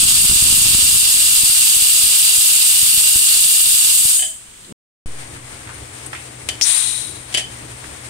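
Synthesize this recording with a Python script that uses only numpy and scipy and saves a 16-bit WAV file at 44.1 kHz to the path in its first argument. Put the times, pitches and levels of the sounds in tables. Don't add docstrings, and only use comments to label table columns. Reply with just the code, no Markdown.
import sys
import numpy as np
from scipy import signal
from scipy.fft import rfft, irfft
from scipy.io import wavfile

SR = 44100
rng = np.random.default_rng(int(sys.argv[2]) if len(sys.argv) > 2 else 0)


def log_audio(samples):
    frames = np.atleast_2d(samples).T
    limited = np.clip(frames, -1, 1)
    pcm = np.round(limited * 32767).astype(np.int16)
    wavfile.write(sys.argv[1], SR, pcm)


N = 357070
TIME = np.arange(N) / SR
BINS = np.maximum(np.arange(N // 2 + 1) * SR / N, 1)

# f/Hz, relative left level/dB, relative right level/dB
STOVE_COLOUR = [(35, -20, -16), (65, -4.5, -1.5), (114, -1.5, -2), (186, -15.5, -14.5), (280, -9, -10.5),
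                (720, -11.5, -16.5), (1300, -17, -18), (2180, -16.5, -14.5), (2790, -18, -19.5),
                (5840, -20.5, -31.5), (7400, -17, -38), (8900, -9, -34), (10540, -25, -43),
                (13000, -34, -43), (15600, -36, -42.4)]
# f/Hz, mean level/dB rms
FLAME_HUM = [(63.5, -53.5), (123.8, -46), (243, -56.5), (305, -55)]
# f/Hz, likeness/0-1, right port phase lead/rad
ROOM_COHERENCE = [(65, 0.98, -0.3), (130, .95, 0.5), (297, .65, 0.5), (613, 0.6, -2.5), (1390, 0, -2.5),
                  (2540, 0.31, -3), (8900, 0, -16.5)]
# f/Hz, relative left level/dB, relative right level/dB
SEEP_COLOUR = [(39.9, -18.5, -12), (129.6, -16, -19), (306, -26, -23), (1210, -23, -25.5),
               (3000, -26, -19.5), (5800, -27, -28.5), (7200, -24, -19), (8600, -12.5, -20),
               (10620, -30, -32), (14930, -41.5, -37)]
# t/s, level/dB, centre f/Hz, t60/s, left minus right level/dB
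STOVE_TICKS = [(4.647, -41, 3870, .04, -2), (5.362, -38, 1500, .08, 0), (5.674, -35, 1700, .06, 0),
               (5.692, -35, 1300, 0.19, 6), (5.744, -34, 9500, .04, 16), (6.062, -28, 8900, 0.066, 20),
               (6.131, -23, 1330, 0.058, -4), (6.150, -34.5, 2280, 0.22, 0), (7.84, -38, 1500, .1, -4)]
# f/Hz, relative left level/dB, relative right level/dB, t60/s
WEIGHT_MODES = [(630, -22, -24, .33), (760, -18, -21, .24), (1696, -14, -12, .25), (1846, -22, -18, .2),
                (2073, -20, -13, .2), (2550, -13, -8, .14), (2902, -11, -9, .22), (3047, -2, -1, .2),
                (3106, -2.5, -3.5, .28), (3170, -9, -9, .2), (3390, -10, -11, .22), (3720, -10, -12, .13),
                (4620, -11, -20, .2), (4880, -12, -22, .2), (6020, -20, -36, .15), (8280, -16, -36, .18),
                (8950, -10, -34, .08)]
# t/s, relative ring level/dB, extra level of lid modes/dB, relative crack level/dB, crack t60/s
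WEIGHT_BLOWS = [(4.193, -25, 10, -30, .05), (4.224, -23, 5.5, -28, .06), (4.238, -33, 4, -31, .05),
                (4.333, -46, 5, -50, .05), (6.488, -24.5, 6, -15.5, 0.056), (6.612, -46, 0, -12.5, 0.02),
                (7.325, -51, 0, -32.5, 0.22), (7.341, -34, -3, -20, 0.084), (7.347, -15, -5, -17, 0.033),
                (7.373, -23, -2, -18.5, 0.1), (7.382, -26, 5, -27, .05), (7.395, -27.5, -2, -30, 0.082)]
# f/Hz, relative left level/dB, relative right level/dB
CRACK_COLOUR = [(60, -24, -28), (280, -15, -0.5), (730, 1.5, -9), (1220, -11.5, -30), (1950, 0, 5),
                (3260, 4, 4), (4730, 2, -18), (6560, 0.5, -24), (8800, 6, -26), (11100, -6, -36),
                (14400, -47, -44)]
# f/Hz, relative left level/dB, relative right level/dB
LIFT_HISS_COLOUR = [(300, -58, -45), (826, -21, -28), (1500, -24, -21.5), (2280, -23, -15.5),
                    (3300, -14, -16.5), (3920, -11, -20), (5000, -16.5, -32), (7000, -11.5, -29.2),
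                    (8300, -4, -29.3), (8960, 1.5, -24.8), (9700, -3, -28.6), (10900, -17.5, -37),
                    (12800, -27, -46.0), (15000, -32, -39)]
# t/s, relative peak level/dB
STRONG_PUFFS = [(.313, -15), (.424, -15.5), (.503, -17.5), (.748, -13.5), (1.434, -19.5), (1.497, -23.5),
                (1.766, -25.5), (1.823, -25), (2.038, -25.5), (2.382, -25), (2.831, -21), (2.977, -22),
                (3.158, -17.5), (4.053, -20.5)]
# f/Hz, relative level/dB
JET_LEFT_COLOUR = [(400, -33.5), (1000, -30), (1700, -27), (2900, -20), (3300, -15), (4100, -15),
                   (5700, -18), (7500, -10.5), (8700, 0.84), (10600, -11.5), (12000, -13), (14500, -19),
                   (15600, -22)]
# f/Hz, relative level/dB
JET_RIGHT_COLOUR = [(400, -34), (950, -30), (1800, -28.5), (2800, -9.5), (3900, -10.5), (4600, -10.5),
                    (5900, -13.5), (8350, -3), (8900, -11), (10900, -16), (11700, -10), (13000, -13.5),
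                    (15600, -25)]
# f/Hz, likeness/0-1, right port phase lead/rad
JET_COHERENCE = [(100, 0.5, 0.1), (300, .6, 2.2), (580, 0.91, 2.9), (898, 0.3, 4.34), (1270, 0.98, 6.3),
                 (1780, 0.72, 7.6), (2865, 0, 8.3), (4230, 0.13, 9.97), (5160, 0.44, 12.15),
                 (7270, 0, 13.73), (8700, 0.9, 14.38), (9500, 0.25, 13.57), (11730, 0.7, 14.66),
                 (13180, 0.6, 18.48), (14800, 0.25, 19.12)]
# f/Hz, width/Hz, lift/dB
JET_RIDGES = [(2800, 158, 3), (4520, 71, 8.5), (4720, 56, 3.5), (4916, 87, 6.5), (6750, 41, 8),
              (7870, 70, 3.5), (7980, 80, 4), (8160, 45, -2), (8280, 38.5, -3), (8200, 34, -3),
              (8700, 92, 3), (9055, 52.4, 5), (9300, 91, 3.5), (9800, 80, 5), (10060, 70, 4.5)]

PAUSE_START_S, PAUSE_END_S = 4.725, 5.059
STOVE_DB, SEEP_DB = -36.5, -43.5
RUB_DB, RUB_SWELL_DB_PER_S = -34, 310
LIFT_S = 6.611
HISS_DB, HISS_ATTACK_S, HISS_HOLD_S, HISS_FALL_DB_PER_S = -8, 0.099, 0.06, 76.5
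SPURT_DB, SPURT_ATTACK_S, SPURT_HOLD_S, SPURT_FALL_DB_PER_S = -11.5, 0.016, 0.01, 600
WHISTLE_DB, WHISTLE_DELAY_S = -25, 0.055
WHISTLE_ATTACK_S, WHISTLE_HOLD_S, WHISTLE_FALL_DB_PER_S = 0.03, 0.15, 74
PLUME_DB, VEER_S, VEER_DB_PER_S, BRUSH_DB = -31, 0.71, 32.5, -47.5
ROAR_DB, TONE_DB, FIZZ_DB = -20.5, -16.5, -21.5
FIZZ_GROWTH_DB_PER_S, SAG_FROM_S, SAG_DB_PER_S = 1.06, 2.93, 2
SHUT_S, SHUT_KNEE_S, SHUT_DB_PER_S, TONE_LINGERS_S = 4.126, 0.018, 138, 0.077
CEILING_DB, DETECT_S, RECOVER_DB_PER_S, TOP_HZ = -9.5, 0.0087, 35.5, 15650


def amp(db):
    return 10 ** (np.asarray(db) / 20)


def across(table):
    hz, *columns = np.transpose(table)
    return np.array([np.interp(np.log(BINS), np.log(hz), c) for c in columns])


def unit(x):
    return x / np.std(np.atleast_2d(x).mean(axis=0))


def resonance(hz, width_hz):
    return 1 / (1 + 1j * (BINS / hz - hz / BINS) * hz / width_hz)


def below(hz):
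    return 1 / (1 + (BINS / hz) ** 16)


def pan(db):
    return amp(np.array([[db], [-db]]) / 2)


def walk(rate_hz):
    x = irfft(rfft(rng.standard_normal(N)) / (1 + (BINS / rate_hz) ** 4), N)
    return x / x.std()


def noise(gain, ports):
    likeness, lead_rad = across(ports)
    likeness = np.clip(likeness, 0, 1)
    left, own = rfft(rng.standard_normal((2, N)))
    mixed = likeness * left + np.sqrt(1 - likeness ** 2) * own
    right = mixed * np.exp(1j * lead_rad)
    return unit(irfft(np.array([left, right]) * gain, N))


def echoes(x, t60_s, db):
    t = TIME[:SR // 2]
    tail = rng.standard_normal((2, len(t))) * np.exp(-np.log(1000) * t / t60_s)
    tail *= amp(db) / np.sqrt(np.sum(tail ** 2, axis=1, keepdims=True))
    return x + signal.fftconvolve(x, tail, axes=1)[:, :N]


def since(start_s):
    return np.maximum(TIME - start_s, 0)


def fade(start_s, t60_s):
    return (TIME >= start_s) * np.exp(-np.log(1000) * np.clip((TIME - start_s) / t60_s, 0, 10))


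def envelope(start_s, attack_s, hold_s, fall_db_per_s):
    rise = np.minimum(since(start_s) / attack_s, 1)
    return rise * amp(-fall_db_per_s * since(start_s + attack_s + hold_s))


def shutting(start_s):
    knee = np.logaddexp(0, (TIME - start_s) / SHUT_KNEE_S)
    return amp(-SHUT_DB_PER_S * SHUT_KNEE_S * knee)


def push(hits):
    return irfft(rfft(hits) * resonance(44, 130) / (1 + 1j * BINS / 420) ** 2, N)


def stove():
    air = noise(amp(across(STOVE_COLOUR)), ROOM_COHERENCE) * amp(STOVE_DB)
    flame = irfft(rfft(air) / (1 + (BINS / 500) ** 4), N)
    seep = air - flame
    fluttering = flame * amp(-3.0 + 2.7 * walk(11)) + seep * amp(1.2 * walk(12))
    hum = np.zeros(N)
    for hz, db in FLAME_HUM:
        level = amp(db + 2 * walk(5.5)) * np.sqrt(2)
        cycles = np.cumsum(hz + 2.62 * walk(5)) / SR
        hum += level * np.sin(2 * np.pi * cycles)
    return (fluttering + hum) * (TIME > PAUSE_END_S)


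def simmer():
    seep = noise(amp(across(SEEP_COLOUR)), ROOM_COHERENCE) * amp(SEEP_DB + 0.5 * walk(10))
    swell_db = RUB_DB - RUB_SWELL_DB_PER_S * np.abs(TIME - PAUSE_START_S)
    rub = noise(resonance(210, 220) ** 2, ROOM_COHERENCE) * amp(swell_db)
    return (seep + rub) * (TIME < PAUSE_START_S)


def thump(db=-21.0, t60_s=1.0):
    swing = np.cos(2 * np.pi * 0.95 * (TIME - PAUSE_END_S))
    step = -amp(db) * fade(PAUSE_END_S, t60_s) * swing
    return irfft(rfft(step) / (1 + 1j * BINS / 600), N)


def ticks():
    out = np.zeros((2, N))
    for start_s, db, hz, t60_s, side_db in STOVE_TICKS:
        burst = noise(resonance(hz, 1370) ** 2 * pan(side_db), ROOM_COHERENCE)
        out += burst * amp(db) * fade(start_s, t60_s)
    return out


def weight():
    crack = noise(amp(across(CRACK_COLOUR)), ROOM_COHERENCE)
    out, t = np.zeros((2, N)), TIME[:SR // 2]
    for start_s, ring_db, lid_db, crack_db, crack_t60_s in WEIGHT_BLOWS:
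        out += crack * amp(crack_db) * fade(start_s, crack_t60_s)
        i = int(start_s * SR)
        for hz, left_db, right_db, t60_s in WEIGHT_MODES:
            shifted_hz = hz * (1 + 0.004 * rng.standard_normal())
            cycles = shifted_hz * t + rng.random((2, 1)) / 2
            ring = np.sin(2 * np.pi * cycles) * np.exp(-np.log(1000) * t / t60_s)
            db = ring_db + lid_db * (hz < 1000)
            out[:, i:i + len(t)] += amp(db + np.array([[left_db], [right_db]])) * ring
    return out


def lifted_valve():
    hiss = echoes(noise(amp(across(LIFT_HISS_COLOUR)), ROOM_COHERENCE), t60_s=0.063, db=-11.0)
    hiss = unit(hiss) * amp(HISS_DB + 0.37 * walk(70))
    spurt = noise(resonance(5700, 1750) ** 2 * pan(19), ROOM_COHERENCE) * amp(SPURT_DB)
    whistle = noise(resonance(3905, 310) ** 2 * pan(11), ROOM_COHERENCE)
    whistle *= amp(WHISTLE_DB + 2.3 * walk(60))
    hiss *= envelope(LIFT_S, HISS_ATTACK_S, HISS_HOLD_S, HISS_FALL_DB_PER_S)
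    spurt *= envelope(LIFT_S, SPURT_ATTACK_S, SPURT_HOLD_S, SPURT_FALL_DB_PER_S)
    whistle *= envelope(LIFT_S + WHISTLE_DELAY_S, WHISTLE_ATTACK_S, WHISTLE_HOLD_S,
                        WHISTLE_FALL_DB_PER_S)
    return hiss + spurt + whistle


def buffeting(hits_per_s=170, spread_db=5.0, puff_db=-1, spit_db=-10.5, port_lag_s=0.00077, gust_db=1.5):
    plume = amp(PLUME_DB - VEER_DB_PER_S * since(VEER_S)) + amp(BRUSH_DB + gust_db * walk(4))
    strength = amp(spread_db * np.clip(rng.standard_normal(N), -2, 1.3))
    hits = (rng.random(N) < hits_per_s / SR) * strength
    hits = hits / push(hits).std() * plume * shutting(SHUT_S)
    single_peak = push(TIME == 0).max()
    for start_s, db in STRONG_PUFFS:
        hits[int(start_s * SR)] += amp(db + puff_db) / single_peak
    spit = irfft(rfft(hits) * resonance(850, 870) ** 2, N)
    thuds = push(hits)
    left = thuds + amp(spit_db) * thuds.std() * unit(spit)
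    right = np.interp(TIME - port_lag_s, TIME, left)
    return np.array([left, right])


def jet():
    ridges_db = sum(db * np.abs(resonance(hz, width_hz)) ** 2 for hz, width_hz, db in JET_RIDGES)
    colour = amp(np.vstack([across(JET_LEFT_COLOUR), across(JET_RIGHT_COLOUR)]) + ridges_db)
    hiss = rfft(echoes(noise(colour, JET_COHERENCE), t60_s=0.16, db=-11.5))
    sag_db = SAG_DB_PER_S * since(SAG_FROM_S)
    roar = unit(irfft(hiss * below(6180), N))
    roar *= amp(ROAR_DB - sag_db + 0.78 * walk(25))
    tone = unit(irfft(hiss * (below(9400) - below(6430)), N))
    tone *= amp(TONE_DB + 0.5 * walk(22))
    fizz = unit(irfft(hiss * (1 - below(9830)), N))
    fizz *= amp(FIZZ_DB + FIZZ_GROWTH_DB_PER_S * TIME - sag_db + 0.8 * walk(20.3))
    steam = (roar + fizz) * shutting(SHUT_S) + tone * shutting(SHUT_S + TONE_LINGERS_S)
    return steam * amp(0.32 * walk(9))


def gain_control(x):
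    keep = np.exp(-1 / (DETECT_S * SR))
    power = signal.lfilter([1 - keep], [1, -keep], x ** 2, axis=1).max(axis=0)
    over_db = 10 * np.log10(np.maximum(power / amp(CEILING_DB) ** 2, 1))
    recovered_db = RECOVER_DB_PER_S * TIME
    cut_db = np.maximum.accumulate(over_db + recovered_db) - recovered_db
    return x * amp(-cut_db)


def scene():
    knocks = echoes(weight() + ticks(), t60_s=0.28, db=-8.5)
    return stove() + simmer() + thump() + knocks + lifted_valve() + buffeting() + jet()


def record(dry):
    running = (TIME < PAUSE_START_S) | (TIME > PAUSE_END_S)
    rounded = 2 * np.tanh(gain_control(dry) / 2)
    top_cut = signal.ellip(10, 0.1, 70, TOP_HZ, fs=SR, output="sos")
    return signal.sosfilt(top_cut, rounded * running)


dry = scene()
out = record(dry)
log_audio(out)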